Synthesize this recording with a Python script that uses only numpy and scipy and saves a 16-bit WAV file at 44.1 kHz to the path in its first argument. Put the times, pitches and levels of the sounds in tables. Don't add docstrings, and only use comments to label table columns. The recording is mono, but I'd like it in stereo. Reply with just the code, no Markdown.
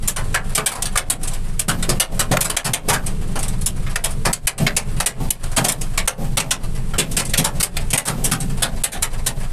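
import sys
import numpy as np
from scipy import signal
from scipy.fft import rfft, irfft
from scipy.io import wavfile
from scipy.ndimage import uniform_filter1d, minimum_filter1d, map_coordinates

SR = 44100
rng = np.random.default_rng(int(sys.argv[2]) if len(sys.argv) > 2 else 0)


def transcribe(signal):
    frames = np.atleast_2d(signal).T
    limited = np.clip(frames, -1, 1)
    pcm = np.round(limited * 32767).astype(np.int16)
    wavfile.write(sys.argv[1], SR, pcm)


N = 419832
HIT_SIZE = 16384
HIT_T, HIT_HZ = np.arange(HIT_SIZE) / SR, np.fft.rfftfreq(HIT_SIZE, 1 / SR)
ALL_HZ = np.fft.rfftfreq(N, 1 / SR)
BUILD_S = .0042


def gain_of(db):
    return 10 ** (np.asarray(db) / 20)


def unit_rms(x):
    return x / np.sqrt(np.mean(x ** 2) + 1e-20)


def curve_at(points, hz):
    f, value = np.transpose(points)
    return np.interp(np.log(hz + 1), np.log(f + 1), value)


def add(mix, start_s, sound):
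    part = mix[:, max(0, round(start_s * SR)):][:, :sound.shape[1]]
    part += sound[:, :part.shape[1]]


def wander(size, count):
    knots = rng.standard_normal(count + 1)
    return unit_rms(map_coordinates(knots, [np.linspace(0, count, size)], order=2, mode="nearest"))


def rise_and_decay(rise_s, t60):
    return (1 - np.exp(-HIT_T / rise_s)) * gain_of(-60 * HIT_T / t60)


def snap(snap_db, scale_s=.018, sharp_db=35):
    onset = np.exp(-(HIT_T / scale_s * (1.5 + (snap_db / sharp_db) ** 2)) ** 2)
    return gain_of(snap_db * (onset - .5))


# frequency in Hz, correlation.
COHERENCE = [(30, 0.82), (110, 0.95), (190, 0.99), (290, 0.4), (600, 0.64), (1300, -0.071), (2500, 0.087)]

def diffuse_spectrum(noise, hz):
    left, other = rfft(noise)
    same = np.clip(curve_at(COHERENCE, hz), -1, 1)
    return np.array([left, same * left + np.sqrt(1 - same ** 2) * other])


def diffuse_noise(colour, hz):
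    white = rng.standard_normal((2, 2 * (len(hz) - 1)))
    return irfft(diffuse_spectrum(white, hz) * colour)


# multiple of the throb frequency, rms level in dB.
IDLE_HARMONICS = [(1, -20), (2, -32), (5, -39)]
# frequency in Hz, relative level in dB.
RUMBLE_SPECTRUM = [(8, 10.5), (22, -22), (31, -2), (45, 2), (58, -5.5), (75, 4.5), (100, -4.5), (122, 4.5),
                   (150, -1.5), (167, 0), (185, 3.5), (205, -4.5), (300, -15.5), (440, -12), (800, -44),
                   (2500, -69)]

def engine(idle_hz=20.1, waver=0.01018, rumble_db=-27, swell_db=2.0, modes_db=2):
    phase = 2 * np.pi * np.cumsum(idle_hz * (1 + waver * wander(N, count=30))) / SR
    throb = sum(gain_of(db) * np.sqrt(2) * np.sin(round(k) * phase + 2 * np.pi * rng.random())
                for k, db in IDLE_HARMONICS)
    colour = gain_of(curve_at(RUMBLE_SPECTRUM, ALL_HZ) + modes_db * wander(len(ALL_HZ), count=2200))
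    rumble = unit_rms(diffuse_noise(colour, ALL_HZ))
    return throb + gain_of(rumble_db + swell_db * wander(N, count=50)) * rumble


# band centre in Hz, time to fall 60 dB in seconds.
DECAY_TIMES = [(200, 0.29), (550, 0.18), (1400, 0.15), (3500, 0.12), (7000, 0.1), (12000, 0.094)]
BANDS = np.array([curve_at([(row[0], row is band) for row in DECAY_TIMES], HIT_HZ)
                  for band in DECAY_TIMES])

def reverberation(colour, modes_db=3.5, grain_db=-2, bass_cycles=24.3):
    echoes = rng.standard_normal((2, HIT_SIZE))
    echoes *= unit_rms(gain_of(grain_db * wander(HIT_SIZE, count=500)))
    ripple = 0.8 * wander(len(HIT_HZ), count=300) + 0.52 * wander(len(HIT_HZ), count=30)
    spot_modes = unit_rms(gain_of(modes_db * ripple))
    spectrum = diffuse_spectrum(echoes, HIT_HZ) * colour * spot_modes
    bands = irfft(spectrum[:, None] * BANDS)
    hz, t60 = np.transpose(DECAY_TIMES)[:, :, None]
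    envelope = rise_and_decay(BUILD_S + bass_cycles / hz, t60)
    envelope /= np.sqrt(np.mean(envelope[:, :SR // 40] ** 2, axis=1, keepdims=True))
    return (bands * envelope).sum(1)


# frequency in Hz, relative level in dB.
PANEL_MODES = [(280, -5.5), (355, -4), (425, 0), (485, -7), (528, -3.5), (570, -1.5), (650, -0.5),
               (715, -1.5), (788, -2.5), (885, -10.5), (1080, -7.5)]

def panel_ring(centre_hz=760, t60=0.31, octaves=0.93, scatter_db=4, rise_s=0.0012):
    hz, db = np.transpose(PANEL_MODES)[:, :, None]
    weight = gain_of(db + scatter_db * rng.standard_normal(hz.shape))
    weight *= np.exp(-(np.log2(hz / centre_hz) / octaves) ** 2)
    detuned_hz = hz * (1 + 0.0203 * rng.standard_normal(hz.shape))
    cycles = detuned_hz * HIT_T + rng.random(hz.shape)
    modes = weight * np.sin(2 * np.pi * (cycles + .5 * rng.random((2, *hz.shape))))
    return unit_rms(modes.sum(1)) * rise_and_decay(rise_s, t60)


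# frequency in Hz, relative level in dB.
PATTER_SPECTRUM = [(100, -41), (300, -14), (650, -3), (1000, 2.5), (2000, -1), (4000, -4.5), (6500, -8),
                   (8400, -3.5), (10500, -5), (12500, -13), (15000, -26.5)]

def patter(per_s=36, spread_db=6.0, taps_db=-39, hiss_db=-43, swell_db=1, panel_db=-7):
    taps, colour = np.zeros((2, N)), gain_of(curve_at(PATTER_SPECTRUM, HIT_HZ))
    spots = [unit_rms(reverberation(colour) * snap(snap_db=9, scale_s=0.004))
             + gain_of(panel_db) * unit_rms(panel_ring()) for _ in range(24)]
    for k, (when, size) in enumerate(rng.random((int(per_s * N / SR), 2))):
        size_db = spread_db * min(-np.log(1 - size), 2)
        add(taps, when * N / SR, spots[k % len(spots)] * gain_of(size_db))
    hiss = diffuse_noise(gain_of(curve_at(PATTER_SPECTRUM, ALL_HZ)), ALL_HZ)
    swell = gain_of(swell_db * wander(N, count=20))
    return (gain_of(taps_db) * unit_rms(taps) + gain_of(hiss_db) * unit_rms(hiss)) * swell


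# frequency in Hz, relative level in dB.
CRACK_SPECTRUM = [(300, -11), (1500, -10.5), (3000, -5), (4500, -6), (6800, -3.5), (8300, 0.5), (9400, 1.2),
                  (10500, 0), (12000, -10), (14000, -15.5), (16000, -44)]
# start in seconds, level in dB.
GLASS_TICKS = [(1.229, -26), (1.273, -24.5), (1.333, -29), (3.062, -24.5), (3.388, -25.5), (3.48, -27.5),
               (3.61, -28), (4.106, -29), (5.811, -24.5), (7.112, -26), (7.249, -19), (7.293, -29),
               (7.902, -21.5), (8.401, -18)]

def glass_ticks():
    out, crack = np.zeros((2, N)), unit_rms(gain_of(curve_at(CRACK_SPECTRUM, HIT_HZ)))
    for start_s, db in GLASS_TICKS:
        add(out, start_s, gain_of(db) * reverberation(crack) * snap(snap_db=5))
    return out


# frequency in Hz, relative level in dB.
THUD_SPECTRUM = [(30, -40), (70, -26), (120, 4.5), (170, -2), (245, -5), (320, -12), (900, -26.5),
                 (6000, -32.5)]
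# frequency in Hz, relative level in dB.
CAVITY_MODES = [(120, 0.5), (139, 3), (165, 9), (186, -8.5), (222, -1.5), (256, -3.5)]
# start in seconds, level of the cabin's boom in dB, of the metal's thump in dB.
HEAVY_BLOWS = [(.577, -20, -12), (1.681, -16.5, -26), (1.884, -25, -16.5), (2.12, -30, -45),
               (2.192, -25, -26), (2.311, -14.5, -14), (2.649, -14, -20), (2.88, -17.5, -14),
               (3.355, -30, -26.5), (4.261, -21, -14.5), (4.599, -14, -38), (4.663, -34, -18),
               (5.202, -24.5, -43), (5.576, -10.5, -20), (6.179, -21.5, -22), (6.369, -14.5, -16),
               (6.979, -14, -6.5), (7.169, -19.5, -15), (7.386, -15, -23), (7.929, -12.5, -24),
               (8.07, -13, -24), (8.225, -29, -37), (8.313, -12.5, -33), (8.63, -22.5, -26),
               (9.261, -23, -36)]

def body_booms(thud_db=-2, air_db=-3.5, scatter_db=3, panel_db=-18):
    out, colour = np.zeros((2, N)), gain_of(curve_at(THUD_SPECTRUM, HIT_HZ))
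    envelope = rise_and_decay(rise_s=0.00082, t60=0.59)
    hz, mode_db = np.transpose(CAVITY_MODES)[:, :, None]
    for start_s, db, thump_db in HEAVY_BLOWS:
        thud = diffuse_noise(colour, HIT_HZ) * envelope
        thud *= gain_of(db + thud_db) / thud[:, :SR // 20].std()
        weight = gain_of(mode_db + scatter_db * rng.standard_normal(hz.shape))
        hum = (weight * np.sin(2 * np.pi * (hz * HIT_T + rng.random(hz.shape)))).sum(0) * envelope
        hum *= gain_of(db + air_db) / hum[:SR // 20].std()
        ring = gain_of(.5 * db + panel_db) * panel_ring(t60=0.45)
        thump = gain_of(thump_db) * panel_ring(centre_hz=400, t60=0.2, rise_s=.006)
        add(out, start_s, thud + hum + ring + thump)
    return out


def contact_clack(hz, peak_s=0.00211, decay_cycles=2.8):
    t = HIT_T - peak_s
    return np.exp(-abs(t) * hz / decay_cycles) * np.sin(2 * np.pi * (hz * t + .5 * rng.random((2, 1))))


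def spot_ping(spot_hz, t60=0.068, spacing=.42, step_db=-3.5, count=6):
    k = np.arange(count)[:, None]
    hz = spot_hz * (1 + spacing * k * (1 + rng.standard_normal(k.shape) / 10))
    modes = gain_of(step_db * k) * np.sin(2 * np.pi * (hz * HIT_T + rng.random((2, *k.shape))))
    return unit_rms(modes.sum(1)) * rise_and_decay(BUILD_S, t60)


KNOCK_HZ, KNOCK_LEAN = 1470, 0.47

def knock_spectrum(centre_hz, spot_hz, purity, octaves=1.71, spot_db=5.5, spot_octaves=.24, low_hz=510):
    hz = HIT_HZ + 1
    damping = min(KNOCK_HZ / spot_hz, 1) ** 2
    peak_db = spot_db * (1 + .5 * purity) * damping
    peak = gain_of(peak_db / (1 + (np.log2(hz / spot_hz) / spot_octaves) ** 2))
    width = octaves * (1 - .5 * purity)
    hump = 1 / (1 + (np.log2(hz / centre_hz) / width) ** 2)
    bass_loss = np.hypot(1, (low_hz / hz) ** 2)
    return unit_rms(peak * hump / bass_loss)


# start in seconds, level of the crack in dB, lift of the onset in dB,
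# level of the knock in dB, pitch of the struck spot in Hz.
HAILSTONES = [(.075, -8.5, 0.5, -28, 3480), (0.161, -21.5, 11, -22.5, 1045), (.342, -16, 7, -10, 1637),
              (.549, -7.5, 6, -13, 3130), (0.577, -14, 9, -8.5, 1220), (.66, 4.5, 6, -1.5, 1660),
              (.716, -10, 3, -10.5, 944), (.751, -18.5, 6, -22, 900), (.821, -15.5, 16.5, -22, 3310),
              (0.854, -22, 7, -25.5, 3360), (0.955, -22.5, 5, -15, 1200), (0.972, -7, 10, -11, 1654),
              (1.099, -4, 9, -13, 1510), (1.593, -10, 12.5, -24, 1280), (1.681, -14, -3, -17, 1450),
              (1.824, -26.5, 8, -28, 1430), (1.89, -18, 6, -19.5, 1180), (1.998, -0.5, 6, -7.5, 1650),
              (2.192, -13, 1, -17, 1314), (2.313, -18.5, 1.5, -15, 660), (2.369, -41, 29, -11.5, 1296),
              (2.406, -5, 6, -21, 3300), (2.444, -12.5, 0.5, -17, 1180), (2.497, -13.5, 10, -18.5, 1110),
              (2.565, -2, 10, -3, 1690), (2.644, -7, 0, -11, 1320), (2.733, -2.5, 7, -6, 2220),
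              (2.884, -12.5, -11.5, -15, 817), (2.929, -14, 1, -13.5, 1425), (3.355, -32, 4, -27, 873),
              (3.426, -27.5, 3.5, -34, 810), (3.66, -10, 9.5, -43, 3420), (3.863, -56, 1, -33, 2120),
              (3.957, -21, 19, -16, 1820), (4.039, -14, 7.5, -20, 970), (4.251, -18, 2.5, -14, 1100),
              (4.328, -5, 11.5, -12.5, 3400), (4.47, 4, 13, 0, 1770), (4.578, -19.5, 7.5, -20, 824),
              (4.665, -50, 12, -10.5, 2207), (4.764, -9.5, 5, -12.5, 2650), (5.0, -15, 8, -15.5, 870),
              (5.06, 2, 9, -3.5, 1780), (5.304, -4.5, 19, -16.5, 3400), (5.439, -38, 26, -38, 1090),
              (5.563, -8, -2, -10, 1606), (5.582, -20, 18, -9.5, 645), (5.642, -7, 4, -9.5, 720),
              (5.683, -8, 2, -11.5, 3030), (5.719, -13.5, 20, -41, 1930), (5.975, -20.5, 7.5, -18, 2290),
              (6.075, -0.5, 12.5, -2.5, 1300), (6.37, -6.5, 7.5, -4, 2060), (6.399, -14.5, 10, -11.5, 2720),
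              (6.507, -6, 5, -7, 3070), (6.935, -54, 4, -27, 1380), (6.981, -5.5, -4, -7, 2950),
              (7.166, -8, 3, -13, 3380), (7.193, -12, 8.5, -13.5, 2030), (7.335, -20.5, 13, -17.5, 3020),
              (7.374, -10, -2, -12.5, 2740), (7.442, -11, 2.5, -13, 1070), (7.598, -17.5, -4, -23, 1410),
              (7.627, -1, 8, -9.5, 2830), (7.767, -26.5, 18.5, -23, 2460), (7.93, -6.5, 3, -8, 2400),
              (7.975, 2, 8, -3.5, 1650), (8.052, -7, 3.5, -9.5, 990), (8.074, -7, 6, -10.5, 900),
              (8.239, -15, -3, -45, 3400), (8.313, -8, 1.5, -10.5, 1430), (8.621, -8, 3.5, -9, 1444),
              (8.836, 4, 7.5, -4.5, 904), (8.918, -11, 2.5, -16, 1630), (9.022, -13, 4.5, -19.5, 1730),
              (9.262, -7.5, 4.5, -16, 1060)]

def big_stones(crack_db=1.0, knock_db=2.57, clack_db=-18, ping_db=-1, pure_db=3, panel_db=-7.0,
               fizz_hz=8800, fizz_db_per_octave=11, shatter_db=3.5, soft_hz=1300, pan_db=0.86):
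    out, treble_octaves = np.zeros((2, N)), np.log2(np.maximum(HIT_HZ / fizz_hz, 1))
    for start_s, ice_db, snap_db, blow_db, spot_hz in HAILSTONES:
        shatter = np.tanh((ice_db - blow_db - shatter_db) / 9)
        purity = np.tanh((blow_db - ice_db) / 7)
        fizz_db = fizz_db_per_octave * shatter * treble_octaves
        crack = unit_rms(gain_of(curve_at(CRACK_SPECTRUM, HIT_HZ) + fizz_db))
        centre_hz = KNOCK_HZ * (spot_hz / KNOCK_HZ) ** KNOCK_LEAN
        knock = knock_spectrum(centre_hz, spot_hz, purity)
        colour = np.hypot(gain_of(ice_db + crack_db) * crack, gain_of(blow_db + knock_db) * knock)
        clack = gain_of(blow_db + clack_db) * contact_clack(spot_hz)
        ping = gain_of(blow_db + ping_db + pure_db * purity) * spot_ping(spot_hz)
        shards = gain_of(wander(HIT_SIZE, count=110))
        dullness = 2 / (1 + (centre_hz / soft_hz) ** 2)
        panel = gain_of(blow_db + panel_db) * dullness * panel_ring()
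        pan = gain_of(pan_db * rng.standard_normal() * np.array([[1], [-1]]))
        impact = (reverberation(colour) * shards + clack + ping) * snap(snap_db)
        add(out, start_s, (impact + panel) * pan)
    return out


# frequency in Hz, left minus right level in dB.
MIC_BALANCE = [(150, 0), (550, 1), (1100, 4), (2000, 0.5), (6400, 0), (8400, -12), (10700, 9), (14000, 2)]

def scene():
    mix = engine() + patter() + glass_ticks() + body_booms() + big_stones()
    side_db = curve_at(MIC_BALANCE, ALL_HZ) * np.array([[.5], [-.5]])
    return irfft(rfft(mix) * gain_of(side_db), N)


def record(dry, ceiling_db=-7.5, squeeze=0.91, hold_s=0.087, recover_db_per_s=300, ahead_s=0.0088,
           cutoff_hz=14250):
    samples = np.arange(N)
    power_db = 10 * np.log10(abs(uniform_filter1d(dry ** 2, size=50)).max(0) + 1e-12)
    cut_db = squeeze * np.maximum(power_db - ceiling_db, 0)
    half_hold = int(hold_s * SR / 2)
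    held_db = -minimum_filter1d(-cut_db, 2 * half_hold + 1, origin=half_hold)
    recovery_db = samples * recover_db_per_s / SR
    duck_db = np.maximum.accumulate(held_db + recovery_db) - recovery_db
    early_db = uniform_filter1d(np.interp(samples + ahead_s * SR, samples, duck_db), size=130)
    limited = np.clip(dry * gain_of(-early_db), -1, 1)
    low_pass = signal.firwin(161, cutoff_hz, window=("kaiser", 8), fs=SR)
    return signal.oaconvolve(limited, low_pass[None], "same")


dry = scene()
out = record(dry)
transcribe(out)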